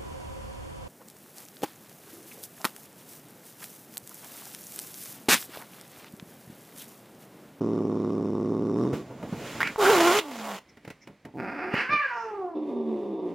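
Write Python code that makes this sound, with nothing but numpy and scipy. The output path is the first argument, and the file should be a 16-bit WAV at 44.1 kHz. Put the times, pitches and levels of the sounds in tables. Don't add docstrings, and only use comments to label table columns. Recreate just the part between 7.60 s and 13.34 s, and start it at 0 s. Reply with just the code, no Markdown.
import sys
import numpy as np
from scipy import signal
from scipy.fft import rfft, irfft, next_fast_len
from scipy.io import wavfile
from scipy.ndimage import uniform_filter1d

SR = 44100
rng = np.random.default_rng(int(sys.argv[2]) if len(sys.argv) > 2 else 0)


def dump(signal):
    limited = np.clip(np.atleast_2d(signal).T, -1, 1)
    pcm = np.round(limited * 32767).astype(np.int16)
    wavfile.write(sys.argv[1], SR, pcm)


N = 253134
TIME = np.arange(N) / SR


def amp(db):
    return 10 ** (np.asarray(db) / 20)


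def unit(x):
    return x / np.sqrt(np.mean(x ** 2) + 1e-18)


def even(x):
    return x / np.sqrt(np.abs(uniform_filter1d(x ** 2, size=2400)) + 1e-12)


def curves(table):
    s, *columns = np.transpose(table)
    return [np.interp(TIME, s, c) for c in columns]


def during(table):
    inside = np.minimum(TIME - table[0][0], table[-1][0] - TIME)
    return np.clip(inside / .012 + .5, 0, 1)


def note(start, stop, attack_s, release_s):
    return np.clip((TIME - start) / attack_s, 0, 1) * np.clip((stop - TIME) / release_s, 0, 1)


def around(s, width_s):
    return np.exp(-((TIME - s) / width_s) ** 2)


def burst(s, t60, attack_s):
    age = TIME - s
    return np.clip(age / attack_s + .5, 0, 1) * np.exp(-np.log(1000) * np.clip(age / t60, 0, 3))


def walk(rate_hz):
    return 1.2 * np.interp(TIME * rate_hz, np.arange(8192), rng.standard_normal(8192))


def colour(x, points):
    hz, db = np.transpose(points)
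    size = next_fast_len(N + 4096)
    freqs = np.fft.rfftfreq(size, 1 / SR)
    gain = amp(np.interp(np.log(freqs + 1), np.log(hz), db))
    gain = gain * np.minimum(freqs / hz[0], 1) ** 2
    return irfft(rfft(x, size) * gain, size)[..., :N]


def air(points, gate=1):
    mid, side = rng.standard_normal((2, N))
    side = signal.sosfilt(signal.butter(3, 6200, "high", fs=SR, output="sos"), side)
    stereo = mid + side * np.array([[1.15], [-.4]])
    return unit(colour(stereo * gate, points))


def resonance(hz, width_hz):
    phase = 2 * np.pi * np.cumsum(hz + 0 * TIME) / SR
    return walk(width_hz) * np.cos(phase) + walk(width_hz) * np.sin(phase)


def folds(hz, jitter, shimmer_db=2, pull=0, roll=0, swell=0, lead=0):
    cycles = np.cumsum(hz) / SR
    k = np.arange(1, int(cycles[-1]))
    at = np.interp(k, cycles, np.arange(N)).astype(int)
    chance = rng.standard_normal((len(k), 2)).T
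    slow = 2 * np.pi * np.cumsum(hz * roll)[at] / SR
    shift = pull * np.sin(slow) + jitter * chance[0]
    place = np.interp(k + shift, cycles, np.arange(N)).clip(0, N - 2)
    size = (1 + swell * np.cos(slow + lead)) * amp(shimmer_db * chance[1])
    i, part = place.astype(int), place % 1
    pulses = np.bincount(i, size * (1 - part), N) + np.bincount(i + 1, size * part, N)
    puff = signal.lfilter([1], [1, -np.exp(-1 / (.003 * SR))], pulses)
    return pulses, even(puff)


def linger(x, hz, width_hz):
    r = np.exp(-np.pi * width_hz / SR)
    a = [1, -2 * r * np.cos(2 * np.pi * hz / SR), r ** 2]
    return signal.lfilter(a[::-1], a, x)


# (frequency [Hz], level [dB])
FLOOR_SPECTRUM = [(60, -11), (250, -7), (1400, -20), (2100, -16), (3000, -23), (15000, -44.5)]


def noise_floor():
    floor_db = -60
    return air(FLOOR_SPECTRUM) * amp(floor_db + 2 * walk(10))


def room(x, wet_db, t60):
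    age = TIME[:SR // 3]
    noise = rng.standard_normal(len(age)) + 0.36 * rng.standard_normal((2, len(age)))
    tail = noise * amp(-60 * age / t60)
    tail /= np.sqrt(np.sum(tail ** 2, axis=1, keepdims=True))
    return x + amp(wet_db) * signal.fftconvolve(x, tail, axes=1)[:, :N]


# (time [s], thud level [dB], tick relative to thud [dB], thud decay t60 [s])
SOFT_BUMPS = [(1.331, -20.5, -20, 0.089), (1.51, -37, -21, 0.082), (1.628, -32, -14, 0.11),
              (1.726, -26.5, -28, 0.089), (3.171, -46.5, -4.5, 0.094), (3.249, -40, -5, 0.067),
              (3.277, -35, -6.5, 0.073), (3.302, -37.5, 0, 0.08), (3.473, -40.5, -4, 0.23),
              (3.651, -37.5, -6.5, 0.19), (4.141, -14.5, -25, 0.031)]
# (start [s], length [s], level [dB])
FUR_RUBS = [(1.405, 0.747, -41.5), (4.288, 0.094, -39)]
# (frequency [Hz], level [dB])
THUD_SPECTRUM = [(130, -3.5), (230, 0), (900, -15.5), (5000, -54.5)]
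TICK_SPECTRUM = [(2000, -4), (3500, -19.5), (15000, -33.5)]


def bumps():
    thuds = sum(amp(db) * burst(s, t60, attack_s=0.0023) for s, db, _, t60 in SOFT_BUMPS)
    ticks = sum(amp(db + tick_db) * burst(s, 0.058, attack_s=0.0021) for s, db, tick_db, _ in SOFT_BUMPS)
    rubs = sum(amp(db) * note(s, s + length, attack_s=0.0067, release_s=0.031)
               for s, length, db in FUR_RUBS)
    push = thuds + rubs * amp(2 * walk(50))
    dull = air(THUD_SPECTRUM, push) * np.sqrt(np.mean(push ** 2))
    return dull + ticks * air(TICK_SPECTRUM)


# (time [s], width [s], level [dB])
SNIFF_TIMES = [(3.098, 0.0098, -61), (3.43, 0.017, -59)]
# (frequency [Hz], level [dB])
THIN_AIR_SPECTRUM = [(4600, -14.5), (5300, 9), (6600, -4.5), (9000, -28.5)]


def sniffs():
    draught = air(THIN_AIR_SPECTRUM) + resonance(2100, width_hz=520)
    return draught * sum(amp(db) * around(s, width) for s, width, db in SNIFF_TIMES)


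# (time [s], level [dB], mouth resonance [Hz], decay t60 [s])
SPIT_TIMES = [(2.005, -13.5, 1560, 0.015), (2.0107, -16.5, 1630, 0.016), (2.0158, -18, 1840, 0.04),
              (2.030, -17, 2050, 0.022), (2.073, -22, 2200, 0.043), (2.16, -25, 950, 0.0079),
              (2.588, -17.5, 3403, 0.055)]
# (frequency [Hz], level [dB])
HISS_SPECTRUM = [(250, 1.5), (2200, -1), (3400, -4.5), (4000, -8.5), (6000, -11.5), (7100, -9.5),
                 (8000, -16), (15500, -22.5)]
# (frequency [Hz], level [dB])
OPEN_MOUTH_SPECTRUM = [(1100, -5.5), (1550, 5.5), (2800, -0.5), (3600, -23.5), (4600, -17), (7000, -34.5),
                       (15000, -49)]


def hiss():
    full_s, full_db, build_db_per_s = 1.867, -40.5, 58
    flow_db = full_db - build_db_per_s * np.maximum(full_s - TIME, 0)
    flow = amp(flow_db) * note(1.45, 2.288, attack_s=0.026, release_s=0.29)
    puff = amp(-41.5) * burst(1.333, t60=0.45, attack_s=0.02)
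    spray = resonance(2270, width_hz=450) + air(OPEN_MOUTH_SPECTRUM)
    spray = spray * amp(-32.5) * around(2.062, width_s=0.036)
    out = air(HISS_SPECTRUM) * (flow + puff) + spray
    for s, db, hz, t60 in SPIT_TIMES:
        splash = air([(hz / 2, -6), (hz, 0), (hz * 1.26, -9), (hz * 4.8, -32)]) * amp(-3)
        ring = np.sin(2 * np.pi * hz * (TIME - s)) * burst(s, min(t60, 0.018), attack_s=0.00011)
        out = out + (ring + splash * burst(s, t60, attack_s=0.00016)) * amp(db)
    return out


# (time [s], pulse rate [Hz])
GROWL_PITCH = [(0.0, 113.1), (0.36, 107), (0.794, 103.6), (0.92, 109.9), (1.122, 107.3), (1.42, 154.1)]
# (frequency [Hz], level [dB])
CLOSED_MOUTH_SPECTRUM = [(105, -2), (200, 9), (390, 10.5), (490, -3), (820, -14), (1180, -14),
                         (1550, -68.5)]
THROAT_AIR_SPECTRUM = [(1100, 8), (1600, -9.5), (3350, -19), (3650, -11), (4000, -21.5), (5100, -17.5),
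                       (5550, -11), (6000, -18.5), (15000, -39)]


def growl():
    hz, = curves(GROWL_PITCH)
    base_hz, base_db, effort_db_per_octave = 109.3, -25.5, 16.5
    tires_s, fade_db_per_s = 1.234, 102
    effort_db = effort_db_per_octave * np.log2(hz / base_hz)
    db = base_db + effort_db - fade_db_per_s * np.maximum(TIME - tires_s, 0)
    roll = .383 + .012 * walk(25)
    pulses, puff = folds(hz, jitter=.03, shimmer_db=1, pull=.095, roll=roll, swell=.27, lead=1.)
    voice = even(colour(linger(pulses, hz=383, width_hz=203), CLOSED_MOUTH_SPECTRUM))
    leak = air(THROAT_AIR_SPECTRUM, puff) * amp(-23.5)
    flutter = resonance(1150, width_hz=170) * np.sqrt(np.abs(puff)) * amp(-30 + 2 * walk(55))
    throat = (leak + flutter) * amp(4.2 * around(1.33, 0.18))
    return (voice + throat) * amp(db) * during(GROWL_PITCH)


# (time [s], pitch [Hz], level [dB])
CLOSING_GROWL = [(4.95, 313.2, -29.5), (5.084, 290.4, -37), (5.128, 241.5, -32.5), (5.49, 201.7, -34),
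                 (5.74, 169.3, -33.5)]


def drone():
    hz, db = curves(CLOSING_GROWL)
    roll = np.where(TIME < 5.1, 1 / 4, 1 / 3)
    pulses, puff = folds(hz, jitter=.042, pull=.1, roll=roll, swell=.22, lead=.3)
    throat = colour(pulses, CLOSED_MOUTH_SPECTRUM)
    throat = colour(throat, [(200, -6.5), (380, 1.5), (930, 6), (1250, -2.0)])
    hum = np.cos(2 * np.pi * np.cumsum(hz) / SR) * amp(-5.5) * around(5.26, 0.13)
    leak = colour(air(THROAT_AIR_SPECTRUM, puff), [(3500, -13.5), (6000, -37.5)])
    return (even(throat) * amp(0.73) + hum + leak) * amp(db + walk(37)) * during(CLOSING_GROWL)


# (frequency [Hz], level [dB])
RAGGED_SPECTRUM = [(700, 3.5), (1150, -0.5), (1900, -24)]
OVERTONE_SPECTRUM = [(750, -19), (1050, 10), (2400, 0), (5000, -27)]


def snarl(table, hiss_db, overtone_db, attack_s):
    hz, voice_db = curves(table)
    hz = hz * (1 + .016 * walk(90))
    pulses, puff = folds(hz, jitter=.055)
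    firm, _ = folds(hz, jitter=.022)
    flow = np.sqrt(2) * np.sin(2 * np.pi * np.cumsum(hz) / SR) * amp(walk(160))
    ragged = amp(-4.0) * even(colour(pulses, RAGGED_SPECTRUM))
    overtones = even(colour(firm, OVERTONE_SPECTRUM)) * amp(overtone_db + 2.1 * walk(39.56))
    overtones = overtones * around(2.494, 0.09)
    voice = (flow + ragged + overtones) * amp(voice_db)
    rise = np.clip((TIME - table[0][0]) / attack_s, 0, 1)
    blast = air(HISS_SPECTRUM, puff) * amp(hiss_db) * rise
    return (voice + blast) * during(table)


# (time [s], pitch [Hz], voice level [dB])
SNARL_VOICE = [(2.183, 440.5, -24.5), (2.257, 369.5, -20), (2.287, 389, -17), (2.305, 466.3, -19.5),
               (2.325, 408.8, -18.5), (2.375, 338.4, -21), (2.5, 339.6, -21), (2.545, 406.4, -25.5),
               (2.598, 407.4, -26)]
MUTTER_VOICE = [(2.6, 345.3, -40), (2.762, 228.1, -40), (2.95, 196.3, -42.5), (2.99, 189, -59)]
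# (time [s], centre [Hz], level [dB])
GAPING_JAWS = [(2.195, 1100, -29), (2.27, 1526, -22.5), (2.33, 1296, -27.5), (2.41, 1192, -33)]


def outburst():
    gape_hz, gape_db = curves(GAPING_JAWS)
    _, puff = folds(curves(SNARL_VOICE)[0], jitter=.1)
    scream = resonance(gape_hz, width_hz=570) * puff * amp(gape_db) * during(GAPING_JAWS)
    loud = snarl(SNARL_VOICE, hiss_db=-24.0, overtone_db=-4.5, attack_s=0.059)
    mutter = snarl(MUTTER_VOICE, hiss_db=-41.0, overtone_db=-16, attack_s=0.15)
    rattle, _ = folds(curves(MUTTER_VOICE)[0], jitter=.16)
    push = amp(-36.5) * around(2.895, width_s=0.08) * during(MUTTER_VOICE)
    throat = even(colour(rattle, RAGGED_SPECTRUM)) * push
    return loud + scream + throat + mutter


def grit(hz):
    rattle, puff = folds(hz, jitter=.25)
    return even(colour(rattle, OPEN_MOUTH_SPECTRUM)) + air(OPEN_MOUTH_SPECTRUM, puff)


# (frequency [Hz], level [dB])
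CHEST_SPECTRUM = [(150, 23), (320, 25.5), (560, 9.5), (850, 16), (1400, -26)]
HALF_OPEN_SPECTRUM = [(700, -0.5), (1100, -5.5), (1400, 7.5), (1850, -3), (2480, -2), (2800, -19),
                      (3900, -34.5), (5000, -21.5), (7500, -65)]


def rasp():
    start_s, mouth_opens_s, stop_s = 3.73, 3.765, 4.26
    start_hz, rise_hz_per_s = 103.64, 770
    chest_db, mouth_db, mouth_rise_db_per_s = -40.5, -45, 28
    age = np.clip(TIME, start_s, stop_s) - start_s
    hz = (start_hz + rise_hz_per_s * age) * (1 + .05 * walk(35))
    pulses, _ = folds(hz, jitter=.11)
    chest = even(colour(pulses, CHEST_SPECTRUM)) * amp(chest_db + 6.0 * around(3.79, 0.06))
    chest = chest * note(start_s, stop_s, attack_s=0.029, release_s=0.063)
    mouth_level = amp(mouth_db + mouth_rise_db_per_s * age + 2 * walk(60))
    mouth = even(colour(pulses, HALF_OPEN_SPECTRUM)) * mouth_level
    mouth = mouth * note(mouth_opens_s, stop_s, attack_s=0.034, release_s=0.13)
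    surge = grit(hz) * amp(-28) * around(4.19, width_s=0.051)
    return chest + mouth + surge


# (time [s], pitch [Hz], level [dB])
YOWL_VOICE = [(4.21, 530, -46), (4.28, 509, -29), (4.308, 590, -28.5), (4.335, 599, -20), (4.375, 585, -28),
              (4.415, 601.8, -26.5), (4.435, 552.4, -27), (4.495, 522.5, -38.5), (4.516, 483.8, -31),
              (4.686, 438.8, -36.5), (4.83, 371.6, -33), (4.95, 320.4, -45)]
# (time [s], lower [Hz], upper [Hz], upper relative to lower [dB])
YOWL_MOUTH = [(4.28, 1050, 1600, 19.5), (4.315, 1170, 2360, -6.5), (4.38, 1210, 2250, 8),
              (4.43, 1100, 1720, 8), (4.555, 950, 1370, 6), (4.62, 920, 1270, -2.5), (4.9, 690, 986, -21)]
# (frequency [Hz], level [dB])
PIERCING_RING = [(1800, -30.5), (4150, -24), (5400, -30.5), (6500, -47)]


def yowl():
    hz, db = curves(YOWL_VOICE)
    lower_hz, upper_hz, upper_db = curves(YOWL_MOUTH)
    shut_hz, wide_hz = 1047, 2490
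    jaw = np.clip((upper_hz - shut_hz) / (wide_hz - shut_hz), 0, 1)
    rough = .7 + .45 * around(4.47, .06) - .35 * around(4.35, .06)
    waver = rough * (.01 * walk(60) + .02 * walk(500))
    phase = 2 * np.pi * np.cumsum(hz * (1 + waver)) / SR
    mouth = [(lower_hz, 486, 1), (upper_hz, 390, amp(upper_db)), (385, 46, amp(9.5) * (1 - jaw))]
    ring_hz, ring_db = np.transpose(PIERCING_RING)
    split = .08 + .36 * around(4.6, .08)
    cry, power = 0, 0
    for k in np.arange(1, 12, .5):
        ring = jaw * amp(np.interp(k * hz, ring_hz, ring_db))
        gain = ring + sum(peak / (1 + ((k * hz - centre) / width) ** 2) ** 2
                          for centre, width, peak in mouth)
        partial = gain * amp(4 * rough * walk(35)) * (split if k % 1 else 1)
        flicker = amp(3.5 * rough * walk(170))
        cry = cry + partial * flicker * np.sin(k * phase + .2 * k * rough * walk(120))
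        power = power + partial ** 2
    voice = np.sqrt(2 / power) * cry * amp(db)
    breath = grit(hz) * amp(-35.5) * jaw * rough
    teeth = air(THIN_AIR_SPECTRUM) * amp(-58.5) * around(4.6, 0.084)
    return (voice + breath + teeth) * during(YOWL_VOICE)


def scene():
    near = room(growl() + hiss() + outburst() + sniffs() + bumps(), wet_db=-11, t60=0.2)
    far = room(rasp() + yowl() + drone(), wet_db=-4, t60=0.37)
    return noise_floor() + near + far


def record(dry):
    top_hz = 15900
    left = colour(dry[0], [(20, 0.3), (3000, -2.0)])
    rounded = .7 * np.tanh(np.array([left, dry[1]]) / .7)
    return signal.sosfilt(signal.ellip(10, .2, 80, top_hz, fs=SR, output="sos"), rounded)


dry = scene()
out = record(dry)
dump(out)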